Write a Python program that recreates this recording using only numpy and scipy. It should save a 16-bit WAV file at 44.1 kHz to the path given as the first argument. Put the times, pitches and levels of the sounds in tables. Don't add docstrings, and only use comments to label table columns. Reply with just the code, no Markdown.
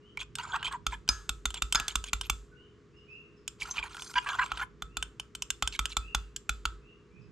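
import sys
import numpy as np
from scipy import signal
from scipy.fft import rfft, irfft, next_fast_len
from scipy.io import wavfile

SR = 44100
rng = np.random.default_rng(int(sys.argv[2]) if len(sys.argv) > 2 else 0)


def log_audio(samples):
    frames = np.atleast_2d(samples).T
    limited = np.clip(frames, -1, 1)
    pcm = np.round(limited * 32767).astype(np.int16)
    wavfile.write(sys.argv[1], SR, pcm)


N = 322371


# (frequency [Hz], level [dB])
HUM_TONES = [(59.2, -69.5), (145.3, -71.5), (274.5, -80.5), (339, -72.5), (414.6, -65.5), (473.8, -75)]
# (frequency [Hz], density [dB])
AIR_SPECTRUM = [(25, -19.5), (60, -3), (120, 1), (250, -5), (420, -5.5), (540, -18.5), (800, -28),
                (1150, -15.5), (1600, -21.5), (2200, -24.5), (4000, -32), (7000, -35), (10000, -54),
                (14000, -72.5)]

# (time [s], start pitch [Hz], level [dB])
CHIRPS = [(0.0, 2750, -63.5), (2.53, 2673, -63), (2.913, 2623, -63.5), (3.058, 2400, -50.5),
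          (4.87, 2520, -66), (5.996, 2460, -51), (6.8, 2480, -61.5), (7.089, 2296, -65)]
CHIRP_S, CHIRP_END_OVER_START = 0.13, 1.145
PIP_TIMES_S = [2.955, 3.09, 3.356, 7.2]
PIP_S, PIP_START_HZ, PIP_END_OVER_START, PIP_DB = 0.0253, 5560, .88, -71
# (time [s], length [s], pitch [Hz], level [dB])
LOW_WHISTLE = (2.5, 0.05, 1489.5, -59.5)

# (time [s], length [s], level [dB], right minus left [dB])
SHIFTS = [(0.15, 0.93, -59, 8), (1.7, 0.22, -68, 0), (3.6, 0.3, -68, 7), (4.2, 0.847, -63, 10.5),
          (7.12, 0.2, -61, 18.5)]

# (frequency [Hz], level [dB], t60 [s])
BENCH_MODES = [(43, -14, 0.73), (52.2, 0.5, 0.4), (57.46, -16, 0.52), (88.5, -14, 0.34),
               (125.1, 5.5, 0.028), (190, 2, 0.023), (255, -11.5, 0.047), (330, -15.5, 0.0058)]
KNOCK_THUMP_DB, TAP_THUMP_DB, SCRAPE_THUMP_DB, BUBBLE_THUMP_DB = -7.5, -19, -25, -30

# (time [s], level [dB], brightness [dB])
SWISHES = [(0.189, -43, -1), (0.641, -35.5, -4), (0.905, -50, -3), (1.546, -43.5, -2), (1.882, -45, 1),
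           (2.053, -48, 2.5), (2.228, -50, 1), (3.599, -47, 8), (3.758, -38.5, -6.5), (5.721, -45.5, 4),
           (5.89, -46.5, 3)]
SWISH_S = .043
# (time [s], level [dB])
BUBBLES = [(0.173, -24.5), (0.2133, -28), (0.6661, -24), (3.6202, -22), (3.7816, -20.5), (3.8282, -24),
           (5.7493, -32)]
BUBBLE_MEAN_HZ, BUBBLE_SPREAD_RATIO = 2400, 0.031
# (frequency [Hz], gain [dB])
SPRAY_GAINS = [(400, -30), (1000, 19), (2000, -9), (3000, 8), (5000, -4.5), (8000, -13), (10000, -27),
               (15000, -22.5)]

# (time [s], level of the rub [dB], level of the treble [dB])
SLIDING_CURVES = [
    [(0.37, -56, -72), (0.43, -47.5, -54), (0.538, -49, -72), (0.574, -50.5, -79), (0.7, -44, -69),
     (0.78, -67, -81)],
    [(3.58, -62.5, -67), (3.64, -50, -61), (3.708, -49, -50), (3.78, -45, -56), (3.834, -50, -67),
     (4.018, -56, -48), (4.244, -50.5, -55), (4.41, -49.5, -58), (4.488, -50.5, -61.5), (4.608, -42.5, -55),
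     (4.66, -79, -76)],
]
# (time [s], length [s], level [dB], mean slip rate [Hz], middle range over low range [dB])
SCRAPES = [(0.381, 0.032, -40, 990, -3.5), (0.49, 0.028, -44, 973, -21), (0.526, 0.045, -31, 927, -17),
           (0.708, 0.048, -37.5, 988, -36), (0.919, 0.032, -40, 1035, -4), (3.823, 0.048, -46, 948, -7),
           (4.153, 0.037, -26.5, 983, -2.5), (4.257, 0.051, -35, 1007, -6), (4.302, 0.055, -36.5, 964, -14),
           (4.382, 0.057, -27, 994, -10), (4.609, 0.027, -33.5, 1031, -11.5)]
SCRAPE_TREBLE_DB = -55
# (time [s], level [dB])
CATCHES = [(0.173, -31), (0.214, -34.5), (0.385, -26.5), (0.561, -28), (0.725, -30), (3.945, -36.5),
           (3.968, -32), (3.995, -32.5), (4.14, -32), (4.289, -25), (4.461, -30.5)]

# (time [s], level [dB], brightness [dB])
KNOCKS = [(0.8656, -32.5, -2), (1.2922, -34, 2), (1.4552, -32, 1.5), (1.6209, -32, .5),
          (1.7477, -30.5, -0.5), (1.7986, -36.5, 0.5), (1.955, -31, 1.5), (2.1318, -31, 1.5),
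          (2.298, -30.5, 1), (4.5173, -40.5, -10), (4.8213, -42, -3), (4.9694, -37, .5), (5.6238, -32, -1),
          (5.7912, -32, -1.5), (5.968, -31, 0), (6.1475, -30.5, -0.5), (6.4927, -32, -2), (6.6536, -33, -4)]
# (time [s], level [dB], brightness [dB])
TAPS = [(0.3541, -44, 5), (0.628, -45.5, -8), (1.078, -50.5, -2), (1.5043, -47.5, 2), (1.542, -43.5, 2),
        (1.7247, -33, 4.5), (1.881, -37, 4), (2.0403, -44, 3), (2.2116, -39.5, 1.5), (3.4778, -43, 6.5),
        (4.021, -47, 2), (4.573, -49, -8.5), (5.026, -37.5, -.5), (5.1976, -43, 0), (5.3506, -45.5, 3),
        (5.4218, -39.5, 5), (5.5033, -35, 5), (5.6746, -35.5, 2.5), (5.8552, -37, 1), (6.3621, -45, 8.5)]
# (time [s], level [dB], brightness [dB], bench thump [dB])
CLINKS = [(1.0895, -27, 6, -35.5), (1.755, -26.5, 1, -42.5)]
# (nominal frequency [Hz], free t60 [s],
# level in a knock [dB], in a tap [dB], in a clink [dB], in a scrape [dB])
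CUP_MODES = [ (824, 0.018, -7, -19, -22, -9), (1007, 0.018, -11, -8.5, -4, 2.5),
             (1155, 0.011, 5.5, -19.5, 0, 3.5), (1294, 0.3, -16.5, -23.5, -18.5, -29.5),
             (1357, 0.14, -15, -23, -15.5, -22), (1382, 0.02, 5.5, -12, -4.5, 5.5),
             (1543, 0.03, -27.5, -6.5, -22, -1.5), (1564, 0.19, -47.5, -33.5, -21, -44),
             (1681, .4, -58, -54.5, -24, -37.5), (2080, 0.012, -4, -8.5, -29, -14.5),
             (2400, 0.022, -5.5, -12, -1.5, -5), (2653, 0.012, 4, 1.5, -5.5, -6.5),
             (3003, 0.025, -11.5, -0.5, -12, -20.5), (3107, 0.025, -13, -0.5, -48, -19.5),
             (3290, 0.017, -6.5, -8, -21.5, -5.5), (3470, 0.033, -6, -6, -33.5, -28.5),
             (3470, 0.15, -18, -19.5, -30.5, -38.5), (3550, 0.024, -3, -7, 0, -50.5),
             (4448, 0.03, -17, -12.5, -14, -19.5), (4750, 0.37, -36, -34.5, -26.5, -41.5),
             (4805, 0.01472, -6.5, -9, -3, -19), (5140, 0.044, -18, -14, 7.5, -33),
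             (5200, 0.33, -38, -32.5, -20.5, -35.5), (5670, 0.013, -12.5, -2.5, -18, -25),
             (6385, 0.017, 0.5, -4, 13, -11), (6300, .3, -40, -36.5, -18.5, -40),
             (6530, 0.51, -51, -41, -23, -38.5), (6700, .3, -36, -35.5, -20, -39),
             (7170, 0.02, 4.5, 4, -0.5, -22), (7410, 0.32, -28.5, -23.5, -27.5, -14),
             (8120, 0.027, -20.5, -3, -12.5, -20), (8430, 0.21, -28, -26.5, -31, -34),
             (8610, 0.032, -18, -8.5, -32.5, -23), (10900, .05, -42, -23, -15.5, -30),
             (11550, 0.022, -10, -21.5, -35.5, -23)]
# (frequency [Hz], density [dB])
CRACK_SPECTRUM = [(200, -11), (550, -8), (1100, -19.5), (3000, 1), (8000, 2.5), (10000, -10),
                  (13000, -10.5), (16000, -43.5)]
# (frequency [Hz], density [dB])
SHIMMER_SPECTRUM = [(700, -12.5), (1400, 5.5), (2100, -11.5), (3500, -5), (5200, -8.5), (7200, -1.5),
                    (8700, -9), (10000, -19.5), (12000, -18), (15000, -43)]

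RANGE_EDGES_HZ = [550, 2000, 4500, 16000]
# (low [dB], middle [dB], treble [dB])
KNOCK_COLOUR_DB = (0, .5, -0.13)
TAP_COLOUR_DB = (-0.67, 0.92, 0.12)
CLINK_COLOUR_DB = (-.5, 0.99, -0.39)
CATCH_COLOUR_DB = (0, 0, -6.5)
SWISH_COLOUR_DB = (-12.5, 0, -4.5)

# (frequency [Hz], left minus right [dB])
PORT_BALANCE = [(60, -1), (200, -5), (380, -2.5), (700, -1.5), (1300, -0.8), (2400, -3), (4400, -1.5),
                (8000, 0.5), (15000, -2.5)]
# (frequency [Hz], lead of the left [rad])
PORT_PHASE = [(0, 0), (780, -0.24), (2330, -0.46), (2670, -1.1), (2930, -0.37), (3360, -0.99),
              (4650, -0.59), (10200, -0.22), (12100, 0.93), (15300, -0.1), (15600, -0.6), (16400, 0.1)]
CUTOFF_HZ = 16400


def from_db(db):
    return 10 ** (np.asarray(db) / 20)


def rms_one(x):
    return x / np.sqrt(np.mean(x ** 2) + 1e-20)


def seconds(length_s):
    return np.arange(int(length_s * SR)) / SR


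def add(out, start_s, sound):
    i = max(int(start_s * SR), 0)
    out[i:i + len(sound)] += sound[:N - i]


def butter(x, hz, kind, order=2):
    return signal.sosfilt(signal.butter(order, hz, kind, fs=SR, output="sos"), x)


def coloured(x, spectrum):
    hz, db = np.transpose(spectrum)
    size = next_fast_len(x.shape[-1])
    bins_hz = np.maximum(np.fft.rfftfreq(size, 1 / SR), 1)
    gain = from_db(np.interp(np.log(bins_hz), np.log(hz), db))
    return rms_one(irfft(rfft(x, size) * gain, size)[..., :x.shape[-1]])


def dying(t, t60_s):
    return np.exp(-np.log(1000) * t / t60_s)


def wander(size, per_s):
    place = np.arange(size) * per_s / SR
    return np.interp(place, np.arange(N // 10), rng.standard_normal(N // 10))


def stroke(t, length_s, fade):
    rise = np.clip(t / (fade * length_s), 0, 1)
    fall = np.clip((length_s - t) / (fade * length_s) + 0.57, 0, 1)
    return rise * fall


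def grains(size, per_s, spread_db):
    strength = from_db(spread_db * np.minimum(rng.exponential(1, size), 4))
    return (rng.random(size) < per_s / SR) * strength * rng.choice([-1, 1], size)


def tilted(db, bright_db, colour_db):
    return db + np.array(colour_db) + bright_db * np.array([-1, 0, 1])


def voiced(sound, levels_db, window_s):
    out = 0
    for k, level_db in enumerate(levels_db):
        band = butter(sound, RANGE_EDGES_HZ[k:k + 2], "band", order=3)
        gain = from_db(level_db) / np.sqrt(np.mean(band[:int(window_s * SR)] ** 2) + 1e-20)
        out = out + gain * band * (-1) ** k
    return out


def resonate(drive, gain, r, w):
    return signal.lfilter([0, gain * np.sin(w)], [1, -2 * r * np.cos(w), r * r], drive + 1e-18)


def room(x, t60_s, dull_hz):
    t = seconds(.6)
    tail = rng.standard_normal((2, len(t))) * dying(t, t60_s) * np.clip(t / .006, 0, 1)
    tail = butter(tail / np.sqrt(np.sum(tail ** 2) / 2), dull_hz, "low", order=1)
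    return signal.fftconvolve(x[None], tail, axes=1)[:, :N]


def ports(x):
    size = next_fast_len(N + SR // 10)
    log_hz = np.log(np.maximum(np.fft.rfftfreq(size, 1 / SR), 1))
    balance_hz, balance_db = np.transpose(PORT_BALANCE)
    phase_hz, lead_rad = np.transpose(PORT_PHASE)
    db = np.interp(log_hz, np.log(balance_hz), balance_db)
    lead = np.interp(log_hz, np.log(phase_hz), lead_rad)
    left = from_db(db / 2) * np.exp(.5j * lead)
    return irfft(rfft(x, size) * np.array([left, 1 / left]), size)[:, :N]


def ventilation(air_db=-60, side_db=-11):
    t = np.arange(N) / SR
    mid, side = coloured(rng.standard_normal((2, N)), AIR_SPECTRUM)
    tones = 0
    for hz, db in HUM_TONES:
        phase = 2 * np.pi * hz * t + 0.15 * wander(N, 2.2)
        tones = tones + np.sqrt(2) * from_db(db) * np.sin(phase)
    rush = mid + from_db(side_db) * side * np.array([[1], [-1]])
    return tones + from_db(air_db) * rush


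def whistle(length_s, start_hz, end_over_start, db, warble=0.022):
    t = seconds(length_s)
    glide = 1 + (end_over_start - 1) * np.sin(np.pi / 2 * t / length_s)
    hz = start_hz * glide * (1 + warble * wander(len(t), 252))
    return from_db(db) * 2 * np.sin(np.pi * t / length_s) * np.sin(2 * np.pi * np.cumsum(hz) / SR)


def bird(level_db=-1, echo_t60_s=0.53):
    out = np.zeros(N)
    for s, hz, db in CHIRPS:
        add(out, s, whistle(CHIRP_S, hz, CHIRP_END_OVER_START, db))
    for s in PIP_TIMES_S:
        add(out, s, whistle(PIP_S, PIP_START_HZ, PIP_END_OVER_START, PIP_DB))
    s, length_s, hz, db = LOW_WHISTLE
    add(out, s, whistle(length_s, hz, 1, db))
    return from_db(level_db) * room(out, echo_t60_s, dull_hz=9000)


def handling(low_hz=85, high_hz=170):
    out = np.zeros((2, N))
    for s, length_s, db, right_db in SHIFTS:
        t = seconds(length_s)
        rumble = rms_one(butter(rng.standard_normal(len(t)), [low_hz, high_hz], "band"))
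        rumble = from_db(db + 2 * wander(len(t), 26)) * rumble * stroke(t, length_s, fade=0.21)
        for channel, side in zip(out, (-1, 1)):
            add(channel, s, from_db(side * right_db / 2) * rumble)
    return out


def bench(lag_s=0.0029, level_db=8, lowest_hz=28):
    out, t = np.zeros(N), seconds(0.63)
    pushes = [(s, db + KNOCK_THUMP_DB) for s, db, _ in KNOCKS]
    pushes += [(s, db + TAP_THUMP_DB) for s, db, _ in TAPS]
    pushes += [(s, thump_db) for s, _, _, thump_db in CLINKS]
    pushes += [(s, db + SCRAPE_THUMP_DB) for s, _, db, _, _ in SCRAPES]
    pushes += [(s, db + BUBBLE_THUMP_DB) for s, db in BUBBLES]
    attack = 1 - np.exp(-t / 0.0038)
    for s, thump_db in pushes:
        sway = 0
        for hz, db, t60_s in BENCH_MODES:
            strength = from_db(db + 1.5 * rng.standard_normal())
            sway = sway + strength * np.sin(2 * np.pi * hz * t) * dying(t, t60_s)
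        add(out, s + lag_s, from_db(thump_db + level_db) * sway * attack)
    return butter(out, lowest_hz, "high")


def fizz(flow, per_s, spread_db, t60_cycles):
    bursts = grains(len(flow), per_s, spread_db) * flow
    pitches_hz = np.geomspace(900, 13000, 36)
    dealt = rng.integers(0, len(pitches_hz), len(flow))
    spray_hz, spray_db = np.transpose(SPRAY_GAINS)
    out = 0
    for k, hz in enumerate(pitches_hz):
        gain = hz * from_db(np.interp(np.log(hz), np.log(spray_hz), spray_db))
        out = out + resonate(bursts * (dealt == k), gain, dying(hz / SR, t60_cycles), 2 * np.pi * hz / SR)
    return rms_one(out)


def rubbed(force, patchy_db=8.5, shifts_per_s=60, detune=0.041, lowest_hz=740, pressed_t60_s=0.054):
    out = 0
    for k, (hz, t60_s, *_, scrape_db) in enumerate(CUP_MODES):
        r = dying(1 / SR, min(t60_s, pressed_t60_s))
        w = 2 * np.pi * hz * (1 + detune * rng.uniform(-1.3, 1)) / SR
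        drive = force * from_db(scrape_db + patchy_db * wander(len(force), shifts_per_s))
        out = out + (-1) ** k * resonate(drive, 1, r, w)
    return rms_one(butter(out, lowest_hz, "high", order=4))


def swishes(level_db=-2):
    out = np.zeros(N)
    for s, db, bright_db in SWISHES:
        t = seconds(SWISH_S + .04)
        flow = stroke(t, SWISH_S, fade=0.092)
        spray = fizz(flow, per_s=6400, spread_db=6.0, t60_cycles=40)
        rub = rubbed(flow * grains(len(t), 2200, spread_db=4.5))
        levels_db = tilted(db, bright_db, SWISH_COLOUR_DB)
        add(out, s, from_db(level_db) * voiced(spray + from_db(-1.0) * rub, levels_db, SWISH_S))
    return out


def bubbles(level_db=-1):
    out, t = np.zeros(N), seconds(.05)
    envelope = dying(t, 0.04) * (1 - np.exp(-t / 0.00024))
    for s, db in BUBBLES:
        hz = BUBBLE_MEAN_HZ * (1 + BUBBLE_SPREAD_RATIO * rng.standard_normal())
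        turns = np.cumsum(hz * (1 + 0.041 * wander(len(t), 800))) / SR
        add(out, s, from_db(db + level_db) * np.sin(2 * np.pi * turns) * envelope)
    return out


def sliding(wet_db=-3, low_db=0, middle_db=-2, treble_db=2):
    out = np.zeros(N)
    for rows in SLIDING_CURVES:
        s, rub_db, hiss_db = np.transpose(rows)
        levels_db = (rub_db + low_db, rub_db + middle_db, hiss_db + treble_db)
        t = seconds(s[-1] - s[0])
        jerks = from_db(3.2 * wander(len(t), 91.55))
        grit = rubbed(grains(len(t), 3000, spread_db=3.5) * jerks)
        wet = fizz(jerks, per_s=4100, spread_db=4.5, t60_cycles=39)
        sound = grit + from_db(wet_db) * wet
        for k, db in enumerate(levels_db):
            band = rms_one(butter(sound, RANGE_EDGES_HZ[k:k + 2], "band", order=3))
            level = from_db(np.interp(t + s[0], s, db))
            add(out, s[0], band * level * stroke(t, t[-1], fade=0.0111))
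    return out


def scrapes(jitter=.04, grit_db=-4, squeal_db=-4, level_db=-0.5):
    out = np.zeros(N)
    for s, length_s, scrape_db, slip_hz, overtones_db in SCRAPES:
        levels_db = (scrape_db, scrape_db + overtones_db, SCRAPE_TREBLE_DB)
        t = seconds(length_s + .08)
        pressure = stroke(t, length_s, fade=0.19)
        turns = np.cumsum(slip_hz * (1 + jitter * wander(len(t), 200))) / SR
        slips = np.diff(np.floor(turns), prepend=0) * from_db(5.5 * wander(len(t), 400))
        force = slips + from_db(grit_db) * grains(len(t), 3000, spread_db=-0.5)
        tones = 0
        for ratio, db in [(1, -2), (1.62, -2)]:
            strength = from_db(db + 5.4 * wander(len(t), 100))
            tones = tones + strength * np.sin(2 * np.pi * ratio * turns)
        squeal = rms_one(tones * pressure)
        pressure = pressure * from_db(1.8 * wander(len(t), 130.0))
        sound = rubbed(force * pressure) + from_db(squeal_db) * squeal
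        add(out, s, voiced(sound, levels_db, length_s))
    return from_db(level_db) * out


def catches(level_db=-13):
    out, t = np.zeros(N), seconds(.06)
    for s, db in CATCHES:
        burst = rng.standard_normal(len(t)) * dying(t, 0.0042)
        snag = rubbed(burst, patchy_db=1.5) * dying(t, 0.1)
        crack = coloured(rng.standard_normal(len(t)), CRACK_SPECTRUM) * dying(t, 0.018)
        levels_db = db + level_db + np.array(CATCH_COLOUR_DB)
        add(out, s, voiced(snag + from_db(7.5) * crack, levels_db, 0.0053))
    return out


def blow(levels_db, column, spread_db, crack_db, crack_t60_s, contact_s, glass_db, shimmer_db):
    t, modes = seconds(.4), np.array(CUP_MODES)
    hz, t60_s = modes[:, :1], modes[:, 1:2]
    is_glass = modes[:, 1] > .1
    chance_db = spread_db * np.clip(rng.standard_normal(len(modes)), -1.5, 1)
    strength = from_db(modes[:, column] + glass_db * is_glass + chance_db)
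    hz = hz * (1 + 0.018 * rng.standard_normal(hz.shape) * ~is_glass[:, None])
    waves = np.sin(2 * np.pi * (hz * t + rng.random(hz.shape)))
    ring = strength @ (waves * dying(t, t60_s))
    crack = coloured(rng.standard_normal(len(t)), CRACK_SPECTRUM) * dying(t, crack_t60_s)
    shimmer = coloured(rng.standard_normal(len(t)), SHIMMER_SPECTRUM) * dying(t, 0.46)
    sound = ring + from_db(crack_db) * crack + from_db(shimmer_db) * shimmer
    attack = 1 - np.exp(-t / contact_s)
    return voiced(sound * attack, levels_db, .012)


def blows():
    out = np.zeros(N)
    knock, tap, clink = range(2, 5)
    for s, db, bright_db in KNOCKS:
        levels_db = tilted(db, bright_db, KNOCK_COLOUR_DB)
        add(out, s, blow(levels_db, knock, spread_db=4.5, crack_db=3.0, crack_t60_s=0.019,
                         contact_s=0.001, glass_db=-5.5, shimmer_db=-30.5))
    for s, db, bright_db in TAPS:
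        levels_db = tilted(db, bright_db, TAP_COLOUR_DB)
        add(out, s, blow(levels_db, tap, spread_db=6.5, crack_db=4.5, crack_t60_s=0.019,
                         contact_s=0.00047, glass_db=-8.5, shimmer_db=-31.5))
    for s, db, bright_db, _ in CLINKS:
        levels_db = tilted(db, bright_db, CLINK_COLOUR_DB)
        add(out, s, blow(levels_db, clink, spread_db=3.0, crack_db=14, crack_t60_s=0.0042,
                         contact_s=0.00034, glass_db=-1.5, shimmer_db=-22))
    return out


def scene(muffle_hz=11500, room_db=-15.5):
    background = ventilation() + bird() + handling()
    submerged = butter(swishes() + bubbles() + sliding() + scrapes(), muffle_hz, "low", order=4)
    cup = submerged + catches() + blows()
    direct = ports(bench() + cup)
    reflected = from_db(room_db) * room(cup, t60_s=0.2, dull_hz=6990)
    return background + direct + reflected


def record(dry):
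    return signal.sosfilt(signal.ellip(10, .1, 80, CUTOFF_HZ, fs=SR, output="sos"), dry)


dry = scene()
out = record(dry)
log_audio(out)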